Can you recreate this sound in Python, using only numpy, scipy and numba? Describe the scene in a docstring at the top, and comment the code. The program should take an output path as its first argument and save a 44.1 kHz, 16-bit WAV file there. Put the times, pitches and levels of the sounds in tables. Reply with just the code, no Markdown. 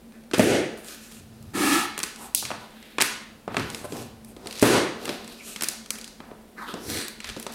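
"""A fan's narrow hum and low rumble are heard first, then the ticks of loose ends of a plastic strap.
Two taut straps round a large cardboard box are cut with a knife and lash the box: noise bursts and box modes.
Straps drag, one is hauled from under the box, soles step and a palm brushes past: friction noise in resonances.
A bare, ringing room adds a diffuse tail; one microphone with a limiter ducks under each snap."""
import sys
import numpy as np
from scipy import signal
from scipy.fft import rfft, irfft, next_fast_len
from scipy.io import wavfile
from scipy.ndimage import uniform_filter1d, minimum_filter1d
from numba import njit

SR = 44100
rng = np.random.default_rng(int(sys.argv[2]) if len(sys.argv) > 2 else 0)


def generate_wav(sig):
    """Save sig (samples, or channels by samples) to the path in sys.argv[1] as 16-bit PCM at SR."""
    pcm = np.round(np.clip(np.atleast_2d(sig).T, -1, 1) * 32767).astype(np.int16)
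    wavfile.write(sys.argv[1], SR, pcm)


N = 332758

# modes of the cardboard box: nominal [f/Hz, relative level/dB, t60/s]
BOX_MODES = [(105, -13, 0.21), (176.7, -6.5, 0.12), (244, 2.5, 0.057), (302, 0, 0.081), (380, 5, 0.057),
             (458, -1, 0.052), (564.5, -3, 0.083), (650, -7.5, 0.041)]
# resonances of the air in the box, nominal: [f/Hz, width/Hz, relative level/dB]
HOLLOW = [(258, 136, -7), (302, 49, 3), (355, 8.5, -1)]
# straps and soles slide in swells: [peak t/s, swell/s, hiss level/dB, hiss f/Hz,
# rasp level/dB, rasp f/Hz, box rumble level/dB]
SLIDES = [(.15, 0.028, -72, 4000, -57.5, 1500, -58), (.79, 0.017, -51.5, 10100, -61, 1140, -55),
          (0.902, 0.051, -39, 5900, -49, 1300, -49), (1.05, 0.045, -46, 6300, -57, 1630, -74),
          (1.15, 0.041, -47.5, 7400, -59, 1481, -72), (1.42, 0.15, -59.5, 4800, -66, 1200, -65),
          (2.231, 0.038, -40, 8300, -42, 806, -44), (2.62, 0.025, -52, 3900, -70, 930, -51),
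          (2.84, 0.16, -53, 3250, -55.5, 1920, -63), (3.581, 0.048, -41, 3900, -60, 1300, -41),
          (3.75, 0.072, -43.5, 5800, -72, 1800, -44), (3.85, 0.0071, -44, 9000, -76, 900, -33.5),
          (3.97, 0.059, -42, 5500, -85, 680, -39), (4.29, 0.024, -53.5, 9000, -72, 800, -51),
          (4.45, 0.062, -61, 4000, -78, 800, -44.5), (4.58, 0.079, -41, 4490, -65, 1220, -48),
          (5.09, 0.073, -40.5, 4230, -57, 1110, -34.5), (5.31, 0.056, -47, 4140, -57, 880, -47.5),
          (5.5, 0.065, -38.5, 7500, -54, 1300, -50), (5.72, 0.022, -57, 5000, -45.5, 650, -63),
          (5.97, 0.064, -78, 6200, -60, 1580, -57), (6.3, 0.037, -75, 3500, -49, 680, -71),
          (6.59, 0.017, -52, 4000, -39, 1300, -47), (6.629, 0.024, -48.5, 3900, -35.5, 1000, -47.5),
          (6.7, .03, -41.5, 3300, -39.5, 1090, -40), (7.27, 0.03, -43, 3500, -42.5, 1890, -52),
          (7.4, 0.052, -47.5, 6280, -90, 770, -51.5), (7.54, 0.022, -40, 5250, -49, 740, -57)]


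def undb(db):
    """Level law: amplitude ratio of a value in dB."""
    return 10 ** (np.asarray(db) / 20)


def unit(x):
    """Power normalisation: scaled to rms 1."""
    return x / np.sqrt(np.mean(x ** 2))


def colour(x, points):
    """Linear filtering in the frequency domain: [f/Hz, level/dB] points joined on a log-frequency axis."""
    hz, db = np.transpose(points)
    size = next_fast_len(len(x))
    f = np.maximum(np.arange(size // 2 + 1) * SR / size, 1)
    gain = undb(np.interp(np.log(f), np.log(hz), db))
    return irfft(rfft(x, size) * gain, size)[:len(x)]


def band(x, hz, width_hz):
    """Simple resonator: two poles, gain 1 at the centre."""
    return signal.lfilter(*signal.iirpeak(min(hz, .45 * SR), hz / width_hz, fs=SR), x)


def steep(x, hz, width_hz):
    """Resonators in cascade: the same one applied twice for steeper skirts."""
    return band(band(x, hz, width_hz), hz, width_hz)


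@njit
def sweep(x, hz, sharp):
    """State-variable resonator: a band-pass whose centre moves; width = centre / sharp."""
    y, b, l = np.empty(len(x)), 0., 0.
    for i in range(len(x)):
        g = np.tan(np.pi * hz[i] / SR)
        v = (b + g * (x[i] - l)) / (1 + g * (g + 1 / sharp))
        b, l, y[i] = 2 * v - b, l + 2 * g * v, v / sharp
    return y


def steep_sweep(x, hz, sharp):
    """Moving resonators in cascade: the same sweep applied twice."""
    return sweep(sweep(x, hz, sharp), hz, sharp)


def walk(rate):
    """Slow random modulation: levels held 1 / rate s and smoothed twice; spread about 0.5."""
    k = int(SR / rate)
    held = np.repeat(rng.standard_normal(N // k + 1), k)
    return 0.74 * uniform_filter1d(uniform_filter1d(held, k), k)[:N]


def swell(s, rise_s, fall_s, t=np.arange(N) / SR):
    """Gaussian envelope: bell-shaped gain at times t with its top at s."""
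    return np.exp(-.5 * ((t - s) / np.where(t < s, rise_s, fall_s)) ** 2)


def grains(grain_db, flutter_db):
    """Stick-slip friction: noise in grains of 40 samples (about 1 ms), uneven in size, under a quick flutter."""
    size_db = grain_db * np.repeat(rng.exponential(size=N // 40 + 1), 40)[:N]
    return rng.standard_normal(N) * undb(size_db + flutter_db * walk(40))


AIR_DB, RUMBLE_DB = -51, -45
HUM_HZ, HUM_WIDTH_HZ, HUM_DB = 221.9, 19.3, -49.5  # width of each of two passes


def air():
    """Stationary noise: room tone, building rumble and a fan's hum that wavers as narrow-band noise does."""
    # room tone spectrum: [f/Hz, relative level/dB per Hz]
    tone_spectrum = [(150, -8), (270, -9), (400, -11), (600, -13), (1200, -23), (4000, -28), (9000, -33.5),
                     (13000, -31), (16000, -31)]
    # building rumble spectrum: [f/Hz, relative level/dB per Hz]
    rumble_spectrum = [(12, -48), (20, 15.5), (65, 1), (77, -6.5), (86, -48), (103, -7), (141, -51),
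                       (190, -16), (250, -55), (420, -120)]
    hum = steep(rng.standard_normal(N), HUM_HZ, HUM_WIDTH_HZ)
    tone = unit(colour(rng.standard_normal(N), [(75, -55)] + tone_spectrum))
    rumble = unit(colour(rng.standard_normal(N), rumble_spectrum + [(400, -75)]))
    return undb(AIR_DB + 0.38 * walk(1.0)) * tone + undb(RUMBLE_DB) * rumble + undb(HUM_DB) * unit(hum)


SLIDE_RISE = 0.75  # a slide sets in faster than it dies away


def slide_levels(t):
    """Superposed envelopes: gains of hiss, rasp and rumble at times t, summed over the swells."""
    swells = np.array([swell(s, SLIDE_RISE * w, w, t) for s, w, *_ in SLIDES])
    return undb(np.transpose(SLIDES)[2::2]) @ swells


TICK_SLAP_HZ, TICK_THUD_DB = 2240, -13  # a tick slaps high on the cardboard; its thud is set below the slap
KNOCK_EDGE_HZ = 2600
BITE_HZ, BITE_SLAP_DB = 4130, -17  # slap level relative to the crack
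CRACKLE_PER_S, CRACKLE_DB, CRACKLE_SCATTER_DB = 4, 11, 2.5  # sliding strap, levels relative to its hiss


def small_blows():
    """Impulsive excitation: ticks, knocks, bites and chance crackle.
    Rows are (t/s, crack dB, crack Hz, slap dB, slap Hz, thud dB)."""
    # loose strap ends tick: [t/s, plastic crack level/dB, crack f/Hz, relative cardboard slap level/dB]
    tick_table = [(.122, -51, 7000, -52), (.237, -48, 9000, -58), (0.344, -36, 3060, -24),
                  (1.4263, -35, 11000, -63), (1.9779, -16.5, 6340, -24), (1.9899, -13, 8200, -33),
                  (2.0018, -32, 7240, -28), (2.0316, -7, 6000, -28), (2.0363, -13, 5700, -23.5),
                  (2.16, -26.5, 5620, -45), (2.3481, 2.5, 10100, -33.5), (2.827, -40, 6500, -43),
                  (3.007, -13, 8360, -16.5), (3.0136, 0, 3900, -18.5), (3.0211, 0.5, 7100, -13),
                  (3.701, -22, 5290, -40), (3.7469, -18.5, 4000, -32), (4.247, -32, 11600, -53),
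                  (5.0547, -19, 6030, -29.5), (5.245, -36, 6000, -39.5), (5.2773, -28, 4400, -43),
                  (5.561, -22, 3760, -31.5), (5.6092, -19, 4210, -29), (5.6219, -11, 9800, -22.5),
                  (5.635, -11, 8160, -25.5), (5.6423, -9, 3680, -60), (5.686, -5, 6400, -29.5),
                  (5.8603, -29, 4440, -43), (5.905, -7.5, 6170, -27), (5.955, -44, 7000, -35),
                  (5.9857, -27, 7800, -42), (6.0127, -23.5, 4070, -55), (6.0434, -20, 4350, -58),
                  (6.0774, -25.5, 3440, -44), (7.0821, -15, 9080, -34), (7.276, -28, 3400, -48),
                  (7.29, -26, 3170, -34), (7.298, -26, 3000, -33.5), (7.373, -36, 6000, -46),
                  (7.3984, -20.5, 9150, -39.5), (7.427, -23.5, 8700, -40), (7.5227, -29, 8000, -52),
                  (7.536, -27, 11000, -47)]
    # hands, shoes and strap knock on the box: [t/s, edge level/dB, relative cardboard slap level/dB,
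    # slap f/Hz, relative box thud level/dB]
    knock_table = [(0.3128, -29, -34, 1510, -42), (2.4259, -27, -32.5, 630, -39),
                   (2.452, -42, -26.5, 2500, -44), (2.5043, -34, -28.5, 650, -49),
                   (2.5144, -47, -27, 720, -40), (2.9835, -30, -20, 1110, -29.5),
                   (3.002, -34, -26, 1400, -57), (3.4781, -40, -28, 590, -28), (3.52, -42, -48, 1500, -43),
                   (3.5445, -30, -29, 630, -43), (3.5678, -17, -16.5, 1220, -22.5),
                   (3.5818, -24, -47, 630, -26.5), (3.5961, -18, -43, 743, -30),
                   (3.9224, -24, -63, 596, -28.5), (4.365, -32, -49.5, 600, -41.5),
                   (4.4591, -32, -40, 600, -35), (5.0786, -24, -32, 993, -41),
                   (5.0921, -24, -23.5, 2130, -27.5), (6.2029, -49, -36.5, 716, -38),
                   (6.3127, -81, -46, 711, -38), (6.7397, -23, -34.5, 403, -27),
                   (7.2031, -47, -33, 2540, -51), (7.244, -32, -29.5, 1930, -58),
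                   (7.3649, -27, -40, 535, -32.5), (7.4659, -18, -33, 523, -39)]
    # the blade bites through the fibres of the second strap: [t/s, level/dB]
    bite_table = [(4.4713, -16.5), (4.5098, -21), (4.5264, -21), (4.5542, -26), (4.5644, -27),
                  (4.5765, -26), (4.5862, -22), (4.5954, -15.5)]

    def tick(s, db, hz, slap_db):
        return s, db, hz, slap_db, TICK_SLAP_HZ, slap_db + TICK_THUD_DB

    when, pitch, size = rng.random((int(CRACKLE_PER_S * N / SR), 3)).T
    s = when * N / SR
    hiss_db = 20 * np.log10(slide_levels(s)[0] + 1e-6)
    db = hiss_db + CRACKLE_DB - CRACKLE_SCATTER_DB * np.log(size)
    crackle = zip(s, db, 3200 * 3 ** pitch)
    return ([tick(*row) for row in tick_table]
            + [(s, edge_db, KNOCK_EDGE_HZ, slap_db, hz, thud_db)
               for s, edge_db, slap_db, hz, thud_db in knock_table]
            + [tick(s, db, BITE_HZ, db + BITE_SLAP_DB) for s, db in bite_table]
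            + [tick(s, db, hz, db + BITE_SLAP_DB) for s, db, hz in crackle])


def blows(table, crack_s, slap_s, sideways_db, boom_hz=330, boom_width_hz=330):
    """Impact excites modes: each blow is a plastic crack, a cardboard slap and a ring of the box.
    Returns the direct sound and the smoother sum over all directions that fills the room."""
    out, t = np.zeros((2, N + SR)), np.arange(SR // 8) / SR
    noise = rng.standard_normal((len(table), len(t)))
    spread = rng.standard_normal((len(table), len(BOX_MODES), 3))
    above = signal.butter(2, 2600, "high", fs=SR, output="sos")
    rise = np.minimum(t / 0.00068, 1)
    impulse = t == 0
    for (s, crack_db, crack_hz, slap_db, slap_hz, thud_db), n, chance in zip(table, noise, spread):
        # over all directions the crack's centre is drawn towards 5200 Hz
        pair = (n * rise * np.exp(-t / crack_s), crack_hz), (impulse, np.sqrt(crack_hz * 5200))
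        crack = [signal.sosfilt(above, steep(x, hz, 1.6 * hz)) for x, hz in pair]
        slap = [steep(x, slap_hz, 2.0 * slap_hz) for x in (n[::-1] * np.exp(-t / slap_s), impulse)]
        # chance sets the pitch, strength and sign of each mode: where the blow lands
        ring = 0
        for (f, db, t60), (a, b, c) in zip(BOX_MODES, chance):
            mode = np.sin(2 * np.pi * f * (1 + 0.062 * b) * t) * 1000 ** (-t / t60)
            ring = ring + np.sign(c) * undb(db + 0.94 * a) * mode
        thud = ring, steep(impulse, boom_hz, boom_width_hz)
        i = int(s * SR)
        # slap and thud columns are relative: fixed lifts make them peak levels
        parts = (crack, crack_db, sideways_db), (slap, slap_db + 11.5, 0), (thud, thud_db + 7.5, 0)
        for (straight, around), db, more_db in parts:
            gain = undb(db) / np.abs(straight).max()
            out[0, i:i + len(t)] += gain * straight
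            out[1, i:i + len(t)] += gain * undb(more_db) * np.std(straight) * around / np.std(around)
    return out[:, :N]


def slides():
    """Friction drives resonators: hiss on plastic, rasp on cardboard, rumble in the box; the colour moves."""
    # colour of plastic rubbing: [f/Hz, relative level/dB per Hz]
    plastic_spectrum = [(1410, -41), (2400, -3.5), (3960, -9), (5570, -15), (6030, -16), (9860, -14.5),
                        (14300, -9), (16000, -44)]
    t = np.arange(N) / SR
    s, _, _, hiss_hz, _, rasp_hz, _ = np.transpose(SLIDES)
    hiss_hz, rasp_hz = (np.interp(t, s, hz) for hz in (hiss_hz, rasp_hz))
    rub = grains(grain_db=1.5, flutter_db=2.5)
    plastic = colour(rub, plastic_spectrum)
    hiss = undb(-9) * plastic + sweep(plastic, hiss_hz, 2.5)
    rasp = steep_sweep(rub, rasp_hz, 1.3) / np.sqrt(rasp_hz)
    # a mode's bandwidth is inverse to its decay time
    rumble = sum(undb(db) * band(rub, hz, 2.3 / t60) for hz, db, t60 in BOX_MODES[2:])
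    return np.sum(slide_levels(t) * [unit(hiss), unit(rasp), unit(rumble)], axis=0)


def steps():
    """Structure-borne vibration: soft soles make a low swell in the floor with no click."""
    # footfalls boom in the floor: [peak t/s, f/Hz, level/dB, swell/s]
    footfalls = [(1.5, 90, -42, 0.22), (2.5, 111, -45.5, 0.082), (3.62, 105, -33.5, 0.061),
                 (3.97, 105, -45, 0.11), (4.15, 91, -51, 0.6), (5.1, 118, -49, .04), (6.93, 90, -37, 0.048),
                 (7.3, 29.8, -31.5, 0.036), (7.54, 41, -50, 0.027)]
    n = rng.standard_normal(N)
    return sum(undb(db) * unit(steep(n, hz, 0.83 * hz)) * swell(s, swell_s, swell_s)
               for s, hz, db, swell_s in footfalls)


HAUL_HISS_DB, HAUL_CARD_DB, HAUL_BOX_DB = -23.5, -25, -16  # at speed level 0 dB, before the box lifts
CARD_FOLLOWS, LIFT_DB_PER_S = 0.76, 44  # dB of card per dB of speed; box fades as it lifts off the strap


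def haul():
    """Forced resonance: a strap hauled from under the box speeds up, then slows, sounding face and hollow."""
    # pull of the strap: [t/s, speed level/dB]
    pull = [(1.536, -22), (1.554, -8), (1.66, -0.5), (1.75, 0.5), (1.8, -3.5), (1.86, -13)]
    # colour of its hiss: [f/Hz, relative level/dB per Hz]
    hiss_spectrum = [(1290, -39), (2200, -2.5), (2350, -4.5), (3970, -11), (9890, -15), (14400, -20),
                     (16000, -22)]
    # cardboard face under the strap: nominal [f/Hz, width/Hz, relative level/dB]
    face = [(844, 150, 1.5), (1300, 220, 4.5), (1700, 325, 1), (2200, 440, -30)]
    t, (s, db) = np.arange(N) / SR, np.transpose(pull)
    speed_db = np.interp(t, s, db)
    moving = uniform_filter1d(1. * ((t > s[0]) & (t < s[-1])), SR // 250)
    rub = grains(grain_db=-0.6, flutter_db=2.2)
    card, box = (sum(undb(db) * steep(rub, hz, 1.22 * width) for hz, width, db in body)
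                 for body in (face, HOLLOW))
    hiss = undb(HAUL_HISS_DB + speed_db) * unit(colour(rub, hiss_spectrum))
    card = undb(HAUL_CARD_DB + CARD_FOLLOWS * speed_db) * unit(card)
    box_db = HAUL_BOX_DB + speed_db - LIFT_DB_PER_S * np.clip(t - s[0], 0, 1)
    return moving * (hiss + card + undb(box_db) * unit(box))


SCUFF_SAG_PER_S = 3  # fraction of the centre frequency, within 0.05 s of the peak


def squeak():
    """Band-limited friction: short scuffs and a squeak, sagging in pitch, with no click."""
    # scuffs: [peak t/s, f/Hz, width of one pass/Hz, level/dB before the swell, swell/s]
    scuffs = [(3.848, 690, 646, -33, 0.0086), (3.958, 650, 696, -36, 0.0071),
              (5.41, 2350, 450, -43.5, 0.016)]
    t, n = np.arange(N) / SR, rng.standard_normal(N)
    out = 0
    for s, hz, width, db, swell_s in scuffs:
        sagging_hz = hz * (1 - SCUFF_SAG_PER_S * np.clip(t - s, -.05, .05))
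        rub = unit(steep_sweep(n, sagging_hz, hz / width))
        out = out + undb(db) * rub * swell(s, swell_s, swell_s)
    return out


BRUSH_S, BRUSH_RISE_S, BRUSH_FALL_S, BRUSH_DB, BRUSH_BOX_DB = 6.97, 0.069, 0.059, -32, -31.5
GAP_RISE_PER_S, BRUSH_BOX_LEADS_S = 0.26, 0.02  # fractional rise of the bands; the box peaks early
GAP_WAVER_DB = 3  # scales a random walk of spread about 0.5


def brush():
    """Gap resonance: a palm brushes the box face, whistling in bands that rise as the gap under it narrows.
    The hollow of the box hums along."""
    # whistling bands: [f/Hz at the brush, width of one pass/Hz, relative level/dB, peaks early by t/s]
    gap_bands = [(1740, 1940, 1, -0.016), (4360, 1370, 2, -0.013), (5800, 1330, 0.5, 0.037),
                 (8000, 2900, -2.5, -0.0074), (10200, 2300, -5, 0.017), (13600, 6800, -6, 0.029)]
    rub = grains(grain_db=1.9, flutter_db=2.2)
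    glide = 1 + GAP_RISE_PER_S * np.clip(np.arange(N) / SR - BRUSH_S, -.3, .2)

    def stroke(leads_s):
        return swell(BRUSH_S - leads_s, BRUSH_RISE_S, BRUSH_FALL_S)

    gap = [undb(db + GAP_WAVER_DB * walk(8)) * steep_sweep(rub, hz * glide, hz / width)
           for hz, width, db, _ in gap_bands]
    box = sum(undb(db) * steep(rub, 1.11 * hz, 2.8 * width) for hz, width, db in HOLLOW)
    # neighbouring bands alternate in sign
    whistle = sum((-1) ** k * stroke(gap_bands[k][3]) * sound for k, sound in enumerate(gap))
    whistle = whistle / np.std(sum(gap))
    return undb(BRUSH_DB) * whistle + undb(BRUSH_BOX_DB) * stroke(BRUSH_BOX_LEADS_S) * unit(box)


ROOM_DB, EARLY_DB, FLOOR_ECHO_DB = -3.5, -2, -10  # early: tail before the far wall, relative to after
FAR_WALL_S, FLOOR_ECHO_S = .027, .004


def room(x):
    """Reverberation: a quick floor echo and a diffuse tail, fuller once the far wall has answered."""
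    # decay of the room: [f/Hz, t60/s, relative level/dB]
    decay = [(60.5, 0.57, 13), (248, 0.52, 2), (1000, 0.68, 4), (4000, 0.61, 6.5), (9000, 0.43, 0),
             (16100, 0.25, 9)]
    t = np.arange(SR) / SR
    hz, t60, db = np.transpose(decay)
    tail = 0
    for f in 45 * 2 ** np.arange(0, 8.6, .5):  # half-octave bands
        share = [(f / 2, -60), (f / 1.42, -30), (f / 1.19, -3), (f, 0),
                 (f * 1.19, -3), (f * 1.42, -30), (f * 2, -60)]
        fade = 1000 ** (-t / np.interp(np.log(f), np.log(hz), t60))
        gain = undb(np.interp(np.log(f), np.log(hz), db))
        tail = tail + gain * fade * colour(rng.standard_normal(SR), share)
    tail *= np.where(t < FAR_WALL_S, undb(EARLY_DB) * np.minimum(t / 0.006, 1), 1)
    tail *= undb(ROOM_DB) / np.sqrt(np.sum(tail ** 2))
    tail[int(FLOOR_ECHO_S * SR)] += undb(FLOOR_ECHO_DB)
    return signal.fftconvolve(x, tail)[:N]


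def scene():
    """Superposition: blows and friction, direct and through the room, over floor vibration and room tone."""
    # a cut strap tears, lets go and lashes the box; at .773 s its loose end flutters:
    # [t/s, plastic crack level/dB, crack f/Hz, relative cardboard slap level/dB, slap f/Hz,
    # relative box thud level/dB]
    lash_table = [(.3345, -21, 4000, -26.5, 1440, -18), (.381, -17.5, 9000, -42, 1500, -17),
                  (.3945, 3.5, 6070, -5.5, 1300, 10), (.773, -37, 13000, -50, 1000, -60),
                  (4.611, -29, 3500, -35, 2200, -61), (4.616, -17, 9100, -49, 2000, -39),
                  (4.6258, 3, 8100, -6, 820, 7)]
    lashes = blows(lash_table, crack_s=0.00069, slap_s=0.023, sideways_db=14)
    ticks = blows(small_blows(), crack_s=.001, slap_s=.0025, sideways_db=0)
    straight, around = lashes + ticks
    friction = slides() + haul() + brush() + squeak()
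    mono = straight + friction + room(around + undb(-2.5) * friction) + steps() + air()
    return np.array([mono, mono])


@njit
def peak_hold(x, fall):
    """Peak detection: follows each peak at once and lets go at a steady rate."""
    e, held = np.empty(len(x)), 0.
    for i in range(len(x)):
        held = max(x[i], held * fall)
        e[i] = held
    return e


LIMIT, RELEASE_DB_PER_S = .78, 110  # limit as a fraction of full scale, ahead of the top cut
MIC_LOW_HZ, TOP_HZ = 90, 15900


def record(dry):
    """Gain control: a limiter behind the microphone ducks under each snap and recovers as the room rings."""
    # microphone response: [f/Hz, level/dB]
    response = [(20, -0.5), (6500, -3), (9500, 1), (11500, -2), (16000, -7.5)]
    heard = np.array([colour(channel, response) for channel in dry])
    heard = signal.sosfilt(signal.butter(2, MIC_LOW_HZ, "high", fs=SR, output="sos"), heard)
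    # the largest magnitude nearby, so that the gain falls ahead of a peak
    ahead = -minimum_filter1d(-np.abs(heard).max(axis=0), size=65)
    envelope = peak_hold(ahead, float(undb(-RELEASE_DB_PER_S / SR)))
    gain = LIMIT / np.maximum(envelope, LIMIT)
    limited = heard * uniform_filter1d(gain, size=33)
    return signal.sosfilt(signal.ellip(10, .2, 80, TOP_HZ, fs=SR, output="sos"), limited)


dry = scene()
out = record(dry)
generate_wav(out)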